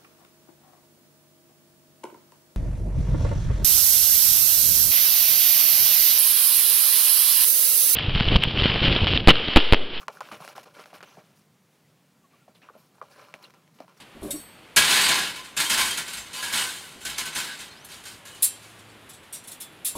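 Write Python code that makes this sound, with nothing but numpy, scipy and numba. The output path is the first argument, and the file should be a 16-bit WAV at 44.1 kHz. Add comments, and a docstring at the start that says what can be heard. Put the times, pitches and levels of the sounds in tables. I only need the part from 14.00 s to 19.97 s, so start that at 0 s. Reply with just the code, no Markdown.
"""Wire rack taken apart outdoors

A folding wire rack comes apart on a cloth-covered table before a plank wall; one microphone, no echo added.
Shelves unhook with a clink, wire clatters on a pile of trays, the bare frame knocks and ticks as it folds:
random contacts strike damped modes and noise tails. The table thuds on modes of its own. A thin whistle
rises once and a low hum comes and goes, both wavering sines, over a quiet air of coloured noise.
"""
import sys
import numpy as np
from scipy import signal
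from scipy.fft import rfft, irfft
from scipy.io import wavfile
from scipy.ndimage import uniform_filter1d
from numba import njit

SR = 44100
rng = np.random.default_rng(int(sys.argv[2]) if len(sys.argv) > 2 else 0)


def attenuation_scalar(level_db):
    """Turn a level in dB into a linear amplitude multiplier (20 dB per decade)."""
    decades = np.asarray(level_db, float) / 20
    return 10 ** decades


def materialize(psi):
    """Save the field psi as 16-bit PCM at rate SR to the path in sys.argv[1].

    A 1-D psi becomes a single channel; in a 2-D psi each row is a channel.
    """
    bounded = np.clip(np.atleast_2d(psi).T, -1, 1)
    quanta = np.round(bounded * 32767).astype(np.int16)
    wavfile.write(sys.argv[1], SR, quanta)


N = 263453
T = np.arange(N) / SR  # s


def over_hz(table, hz):
    """Read a (f/Hz, value) table on a log-frequency axis."""
    f, value = np.transpose(table)
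    return np.interp(np.log(np.maximum(hz, 1)), np.log(f), value)


def colour(x, table):
    """Filter a signal by the gains of a (f/Hz, level/dB) table."""
    gain = attenuation_scalar(over_hz(table, np.fft.rfftfreq(len(x), 1 / SR)))
    return irfft(rfft(x) * gain, len(x))


def unit(x):
    """Scale to energy 1."""
    return x / np.sqrt(np.sum(x ** 2))


def split(low, high, hz):
    """Bass of one sound joined to the treble of another."""
    bass = signal.sosfilt(signal.butter(4, hz, "low", fs=SR, output="sos"), low)
    treble = signal.sosfilt(signal.butter(4, hz, "high", fs=SR, output="sos"), high)
    return bass + treble


def contacts(rate, scatter_db):
    """Random instants where wire meets wire, rate per second: many faint, a few hard; mean power 1."""
    hit = rng.random(N) < rate / SR
    size = attenuation_scalar(scatter_db * rng.exponential(size=N)) * rng.choice([-1, 1], N) * hit
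    return size / np.sqrt(np.mean(size ** 2))


def chatter(s, db, length, rise):
    """Force of one blow: a hard first touch just ahead of the peak, a moment of bouncing, a quick end."""
    age = np.maximum(T - s + 0.004, 0)  # starts 4 ms ahead of the listed time
    first = 1 + 1.27 * np.exp(-age / 0.003)
    onset = 1 - np.exp(-age / rise)
    ending = np.exp(-(age / max(length, 0.003)) ** 1.42)
    return attenuation_scalar(db) * first * onset * ending


def dense_body(force, spectrum, t60):
    """Countless close modes: a noise tail that dies by band, set off by every contact."""
    f, s, z = signal.stft(rng.standard_normal(SR // 2), SR, nperseg=256)
    band_t60 = over_hz(t60, f)[:, None]
    fade = attenuation_scalar(over_hz(spectrum, f)[:, None] - 60 * s / np.maximum(band_t60, 0.01))
    # slower bands start lower, so that the spectrum sets their energy
    tail = signal.istft(z * fade / np.sqrt(band_t60), SR, nperseg=256)[1]
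    return signal.fftconvolve(force, unit(tail))[:N]


@njit
def ring(at, gains, poles, length):
    """Damped modes, each struck with its own gain at every contact."""
    out = np.zeros(length)
    for m in range(len(poles)):
        z, k = 1e-18 + 0j, 0
        for i in range(length):
            z *= poles[m]
            if k < len(at) and at[k] == i:
                z += gains[k, m]
                k += 1
            out[i] += z.imag
    return out


def modes(force, hz, db, t60, blows=None, focus_db=0., patchy_db=0.):
    """Clear modes; each contact wakes another mix, most near the pitch that the last blow favours."""
    at = np.flatnonzero(np.abs(force) > 1e-6)
    poles = np.exp(2j * np.pi * hz / SR - np.log(1000) / (t60 * SR))
    energy = np.sum(attenuation_scalar(db) ** 2 * t60 * SR / (4 * np.log(1000)))
    weight = attenuation_scalar(db) / np.sqrt(energy)
    gains = force[at, None] * weight * rng.standard_normal((4096, len(hz)))[at % 4096]
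    # the touching wires change every 60 ms or so
    gains *= attenuation_scalar(patchy_db * rng.standard_normal((N // 2600 + 1, len(hz))))[at // 2600]
    if blows is not None:
        s, place_hz = blows
        # a blow takes over 10 ms ahead of its listed time
        last = np.maximum(np.searchsorted(s, T[at] + 0.01) - 1, 0)
        octaves = np.log2(hz / place_hz[last][:, None])
        gains *= attenuation_scalar(focus_db * np.exp(-(octaves / 0.2) ** 2))
    return ring(at, gains, poles, N)


def wires(force, spectrum, t60, lo_hz, hi_hz, stretch, count):
    """Many cross wires, each a faint line of its own; stretch scales how long they ring."""
    place, spread = rng.random(count), rng.random(count)
    hz = lo_hz + (hi_hz - lo_hz) * (np.arange(count) + place) / count
    long = stretch * over_hz(t60, hz) * (0.6 + 0.8 * spread)
    return modes(force, hz, over_hz(spectrum, hz) - 10 * np.log10(long), long, patchy_db=2.5)


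def tone(curve, waver, flicker_db):
    """An unsteady, flickering sine along a pitch and level curve, fading at its ends."""
    s, hz, db = np.transpose(curve)
    drift, flutter = uniform_filter1d(rng.standard_normal((2, N)), 400) * 20
    edge = np.clip(np.minimum(T - s[0], s[-1] - T) / 0.016, 0, 1)
    pitch = np.interp(T, s, hz) * (1 + waver * drift)
    level = edge * attenuation_scalar(np.interp(T, s, db) + flicker_db * flutter)
    return np.sqrt(2) * level * np.sin(2 * np.pi * np.cumsum(pitch) / SR)


# spectrum of the open air and the microphone: f/Hz, relative level/dB per Hz
AIR_SPECTRUM = [(15, -41), (25, -14), (97, 1), (259, 1), (617, -2.5), (3150, -6), (5880, -21), (10400, -20),
                (15200, -29), (16500, -47)]


def air():
    """Steady outdoor hush and microphone hiss: coloured noise."""
    air_db = -50.5  # rms of the noise
    return attenuation_scalar(air_db) * np.sqrt(N) * unit(colour(rng.standard_normal(N), AIR_SPECTRUM))


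# wire knocking: blows on the pile of racks and trays, and from 3.889 s faint knocks of the swinging frame:
# t/s, relative level/dB, chatter/s, favoured f/Hz
WIRE_KNOCKS = [(0.765, -6.5, 0.032, 2620), (0.8955, -15.5, 0.064, 2880), (0.949, -22, 0.071, 4230),
               (1.0154, -21, 0.019, 4100), (1.0876, -16, 0.019, 3800), (1.187, -23.5, 0.04, 1700),
               (1.36, -35, 0.01, 3540), (1.447, -37, 0.012, 6250), (1.569, -17.5, 0.067, 1930),
               (1.6077, -27, 0.1, 3220), (1.6996, -15, 0.069, 5530), (1.778, -19, 0.12, 3370),
               (1.976, -23.5, 0.029, 1860), (2.0787, -32, 0.045, 2580), (2.131, -35.5, 0.053, 4570),
               (2.1695, -33.5, 0.037, 6730), (2.3324, -30, 0.22, 2900), (2.427, -28, 0.062, 1590),
               (2.528, -20.5, 0.13, 1660), (2.753, -48.5, 0.3, 2880), (3.0083, -39.5, 0.036, 8000),
               (3.053, -24, 0.036, 4140), (3.1832, -21.5, 0.026, 2260), (3.2574, -24, 0.016, 3370),
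               (3.3515, -20, 0.064, 1550), (3.59, -35, 0.051, 1800), (3.889, -37, 0.096, 3230),
               (4.055, -36, 0.075, 5140), (4.255, -38.5, 0.064, 2950), (4.348, -46.5, 0.36, 3300),
               (4.619, -53.5, 0.095, 4650), (5.233, -50, 0.019, 1630)]
# the pile shaking on once disturbed: start t/s, relative level/dB, steady for/s, then fall/dB per s
RATTLE = [(0.0, -39, 0.0021, 600), (0.8, -16, 0.32, 73.5), (1.74, -29, 0.031, 21), (2.44, -37, 0.067, 34),
          (3.08, -33.5, 0.41, 63)]
# clear lines of the wire clatter: f/Hz, relative level/dB
PILE_LINES = [(1028, -41), (1453, -60.5), (1529, -38.5), (1658, -39.5), (1981, -45.5), (2266, -41),
              (2837, -54.5), (2945, -40.5), (3187, -40), (3790, -66), (3978, -46.5), (4097, -50.5),
              (4651, -39), (5076, -45.5), (5399, -61), (6255, -48), (6611, -62), (7434, -40), (8344, -38),
              (8877, -61)]
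# spectrum of its dense modes: f/Hz, relative level/dB per Hz
PILE_BODY = [(120, -4), (200, -8), (509, -13), (1020, -3), (1300, -8), (1500, -2), (2610, -2), (3970, -1),
             (5520, -10), (9230, -7.5), (15100, -22), (16000, -28.5)]
# time its dense modes take to fall 60 dB: f/Hz, T60/s
PILE_T60 = [(300, 0.6), (1500, 0.16), (5000, 0.15), (12000, 0.15)]


def wire_clatter():
    """Dense knocks of wire and a sparser rattle drive lines and a body, sharp contacts its treble."""
    treble_db, treble_db_per_db = -6, -0.05  # treble share of a blow at -23 dB; harder blows gain less
    rattle_treble_db = -10
    dull, bright = np.zeros(N), np.zeros(N)
    hits, taps = contacts(1800., scatter_db=2.5), contacts(600., scatter_db=1.5)
    for s, db, length, _ in WIRE_KNOCKS:
        sharp_db = db + treble_db + treble_db_per_db * (db + 23)
        dull += hits * chatter(s, db, length, rise=0.003)
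        bright += hits * chatter(s, sharp_db, 1.16 * length, rise=0.00031)
    for s, db, hold, fall_db in RATTLE:
        shake = taps * (T >= s) * attenuation_scalar(db - fall_db * np.maximum(T - s - hold, 0))
        dull += shake
        bright += attenuation_scalar(rattle_treble_db) * shake

    hz, db = np.transpose(PILE_LINES)
    blows = np.transpose(WIRE_KNOCKS)[[0, 3]]
    lines = modes(dull, hz, db, 0.75 * over_hz(PILE_T60, hz), blows, focus_db=7.5, patchy_db=5.0)
    dull_body = dense_body(dull, PILE_BODY, PILE_T60)
    bright_body = dense_body(attenuation_scalar(8) * bright, PILE_BODY, PILE_T60)
    body = split(dull_body, bright_body, 5160.0)
    rods = wires(dull, PILE_BODY, PILE_T60, 800., 5500., stretch=0.71, count=80)
    spokes = wires(bright, PILE_BODY, PILE_T60, 5500., 15500., stretch=0.73, count=64)
    mix = attenuation_scalar(-14.0) * lines + attenuation_scalar(-6.5) * body + attenuation_scalar(-10.5) * rods + attenuation_scalar(-8) * spokes
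    # keep the wire clatter thin: cut its bass below 190 Hz
    no_bass = signal.butter(2, 190, "high", fs=SR, output="sos")
    return signal.sosfilt(no_bass, mix)


# frame feet and hands bumping the table: t/s, relative level/dB, favoured f/Hz
THUDS = [(0.148, -34.5, 262), (0.222, -25, 359), (.242, -35, 333), (0.283, -45.5, 570), (0.333, -32, 297),
         (2.954, -44.5, 202.8), (5.9522, -22.5, 930)]
# modes of the table top: f/Hz, relative level/dB, T60/s
TABLE = [(158, -14.5, 0.25), (226, 0, .14), (302, -6, 0.14), (387, -2, 0.11), (579.5, -1, 0.057),
         (668, -1.5, 0.09), (930, -15, 0.072), (1110, -7.5, 0.065), (1460, -20.5, .03)]
# modes of the table legs: f/Hz, relative level/dB, T60/s
LEGS = [(58.7, 5, 0.59), (81.5, -3.5, 0.27)]


def table():
    """Soft bumps through the cloth, and every wire knock, boom in the table top and shake its legs."""
    thud_s, thud_legs_db = 0.034, -22  # decay of a bump in the top; share that shakes the legs
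    knock_top_db, knock_thud_hz = -14, 173  # what a wire knock passes to the top
    knock_legs_db, legs_db_per_db = -44, 0.64  # the legs answer less than dB for dB
    hits = contacts(730.0, scatter_db=1.0)
    rows = [(s, db, db + thud_legs_db, hz) for s, db, hz in THUDS]
    for s, db, *_ in WIRE_KNOCKS:
        rows.append((s, db + knock_top_db, knock_legs_db + legs_db_per_db * db, knock_thud_hz))
    s, top_db, legs_db, place_hz = np.transpose(sorted(rows))
    legs = hits * sum(chatter(*row, 1.8 * thud_s, rise=0.0049) for row in zip(s, legs_db))
    top = hits * sum(chatter(*row, thud_s, rise=0.0087) for row in zip(s, top_db))
    leg_boom = modes(legs, *np.transpose(LEGS))
    top_boom = modes(top, *np.transpose(TABLE), (s, place_hz), focus_db=18.0)
    return attenuation_scalar(3.5) * leg_boom + attenuation_scalar(-6.5) * top_boom


# a shelf hook slipping off its rail: t/s, relative level/dB, chatter/s, favoured f/Hz
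HOOKS = [(.2165, -51, .02, 9800), (0.232, -42, 0.1, 10700), (0.309, -21.5, 0.0094, 8000),
         (0.361, -34.5, .008, 8200), (0.395, -43, 0.024, 4457)]
# clear modes of the loose shelf: f/Hz, relative level/dB, T60/s
SHELF = [(4140, -30.5, 0.71), (4457, -16.5, 1.4), (5620, -7.5, .2), (7730, -8, 0.19), (8200, -14.5, 0.57),
         (9800, -9.5, 0.3), (12700, -6, 0.099), (13400, -5, 0.52), (15300, -15, 0.23)]
# spectrum of the dense modes of shelf and bare frame: f/Hz, relative level/dB per Hz
WIRE_BODY = [(710, -41), (1200, -23), (1770, -19), (2590, -16), (2830, -16.5), (3740, -7.5), (5840, -14),
             (10700, -2.5), (16000, -21.5)]
# time those dense modes take to fall 60 dB: f/Hz, T60/s
WIRE_T60 = [(2000, 0.14), (8000, 0.13), (15000, 0.085)]


def shelf():
    """The hook scrapes free and the loose shelf rings on a few long lines."""
    force = contacts(4000., scatter_db=2.2) * sum(chatter(*row[:3], rise=0.0008) for row in HOOKS)
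    lines = modes(force, *np.transpose(SHELF), np.transpose(HOOKS)[[0, 3]], focus_db=13.0)
    return attenuation_scalar(-11.5) * lines + attenuation_scalar(-5.0) * dense_body(force, WIRE_BODY, WIRE_T60)


# a thin whistle: t/s, f/Hz, level/dB
WHISTLE = [(3.7, 4140, -36), (3.748, 4280, -70), (3.78, 5040, -56), (3.826, 6170, -61), (3.9, 6240, -65.5)]


def whistle():
    """A thin sine that rises once, its pitch and level unsteady."""
    return tone(WHISTLE, 0.007, 3.5)


# bars of the bare frame knocking: t/s, relative level/dB, chatter/s, favoured f/Hz of thin bars, of thick bars
TICKS = [(3.8476, -30.5, 0.0092, 9840, 2460), (4.1194, -53, 0.016, 13500, 4000),
         (4.4256, -5, 0.025, 10000, 3800), (4.79, -43.5, 0.01, 9040, 3730), (4.887, -56, .02, 9100, 4600),
         (5.093, -33.5, 0.014, 9780, 3800), (5.1347, -40, 0.016, 8280, 3000),
         (5.328, -27, 0.033, 8900, 5700), (5.4395, -39, 0.014, 9190, 3690),
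         (5.475, -30, 0.019, 10100, 4030), (5.515, -29, 0.017, 14800, 3600),
         (5.6037, -24.5, 0.023, 15100, 3200), (5.85, -13.5, 0.035, 11000, 2665),
         (5.953, -29.5, .03, 10300, 5200)]
# clear modes of the frame: f/Hz, relative level/dB, T60/s
FRAME = [(2680, -11, 0.52), (3450, -7, 0.38), (3960, -15.5, 0.77), (4500, 2, 0.1), (5770, -8, 0.18),
         (7390, 11, 0.29), (7800, -3, .25), (8300, 5, 0.18), (9100, -5, 0.19), (9800, 5.5, 0.03),
         (10700, -42, 0.044), (11730, -13, 0.089), (12400, -14, 0.092), (13500, 0, .11), (14210, -8, 0.27),
         (14910, 4, 0.17), (15400, -11, 0.13)]
# the loose frame jingling in the air: t/s, relative level/dB
SWING = [(3.75, -81), (4.0, -73), (4.4, -70), (4.55, -77), (5.0, -71), (5.8, -64)]


def frame():
    """Thin bars tick, thick bars sound the range below them, and the cross wires jingle faintly."""
    thick_share_db, thick_db_per_db = 1.5, -0.39  # share of the thick bars in a -25 dB knock; its slope
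    hits = contacts(4000., scatter_db=1.5)
    s, db, length, thin_hz, thick_hz = np.transpose(TICKS)
    thick_db = db + thick_share_db + thick_db_per_db * (db + 25)
    thick = hits * sum(chatter(*row, rise=0.0066) for row in zip(s, thick_db, length))
    thin = hits * sum(chatter(*row, rise=0.0031) for row in zip(s, db, length))
    # next to silent outside the swing
    jingle = contacts(120., scatter_db=4.) * attenuation_scalar(np.interp(T, *np.transpose(SWING), -200, -200))
    spokes = wires(attenuation_scalar(-23) * thin + jingle, WIRE_BODY, WIRE_T60, 2500., 15500., stretch=2.4, count=90)

    def bars(force, place_hz):
        """Clear modes near each knock's pitch, and a dense body."""
        lines = modes(force, *np.transpose(FRAME), (s, place_hz), focus_db=19.5, patchy_db=5.0)
        return attenuation_scalar(-21.5) * lines + attenuation_scalar(-6.5) * dense_body(force, WIRE_BODY, WIRE_T60)

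    return split(bars(thick, thick_hz), bars(thin, thin_hz), 8600.0) + spokes


# a low hum: t/s, f/Hz, level/dB
HUM = [(3.95, 109.6, -69), (4.914, 109.8, -59.5), (5.2, 114, -69)]


def hum():
    """A low, wavering sine that comes and goes."""
    return tone(HUM, 0.019, 1.5)


def scene():
    """All sources reach one microphone; both channels are alike."""
    mono = wire_clatter() + shelf() + frame() + table() + whistle() + hum() + air()
    return np.array([mono, mono])


def top_cut(x):
    """Nothing passes above the cut-off."""
    return signal.sosfilt(signal.butter(12, 16820, fs=SR, output="sos"), x)


def record(dry):
    """The treble is cut steeply above 15.9 kHz."""
    steep = signal.ellip(10, 0.2, 60, 15900, fs=SR, output="sos")
    mix = signal.sosfilt(steep, dry)
    return top_cut(mix)


dry = scene()
out = record(dry)
materialize(out)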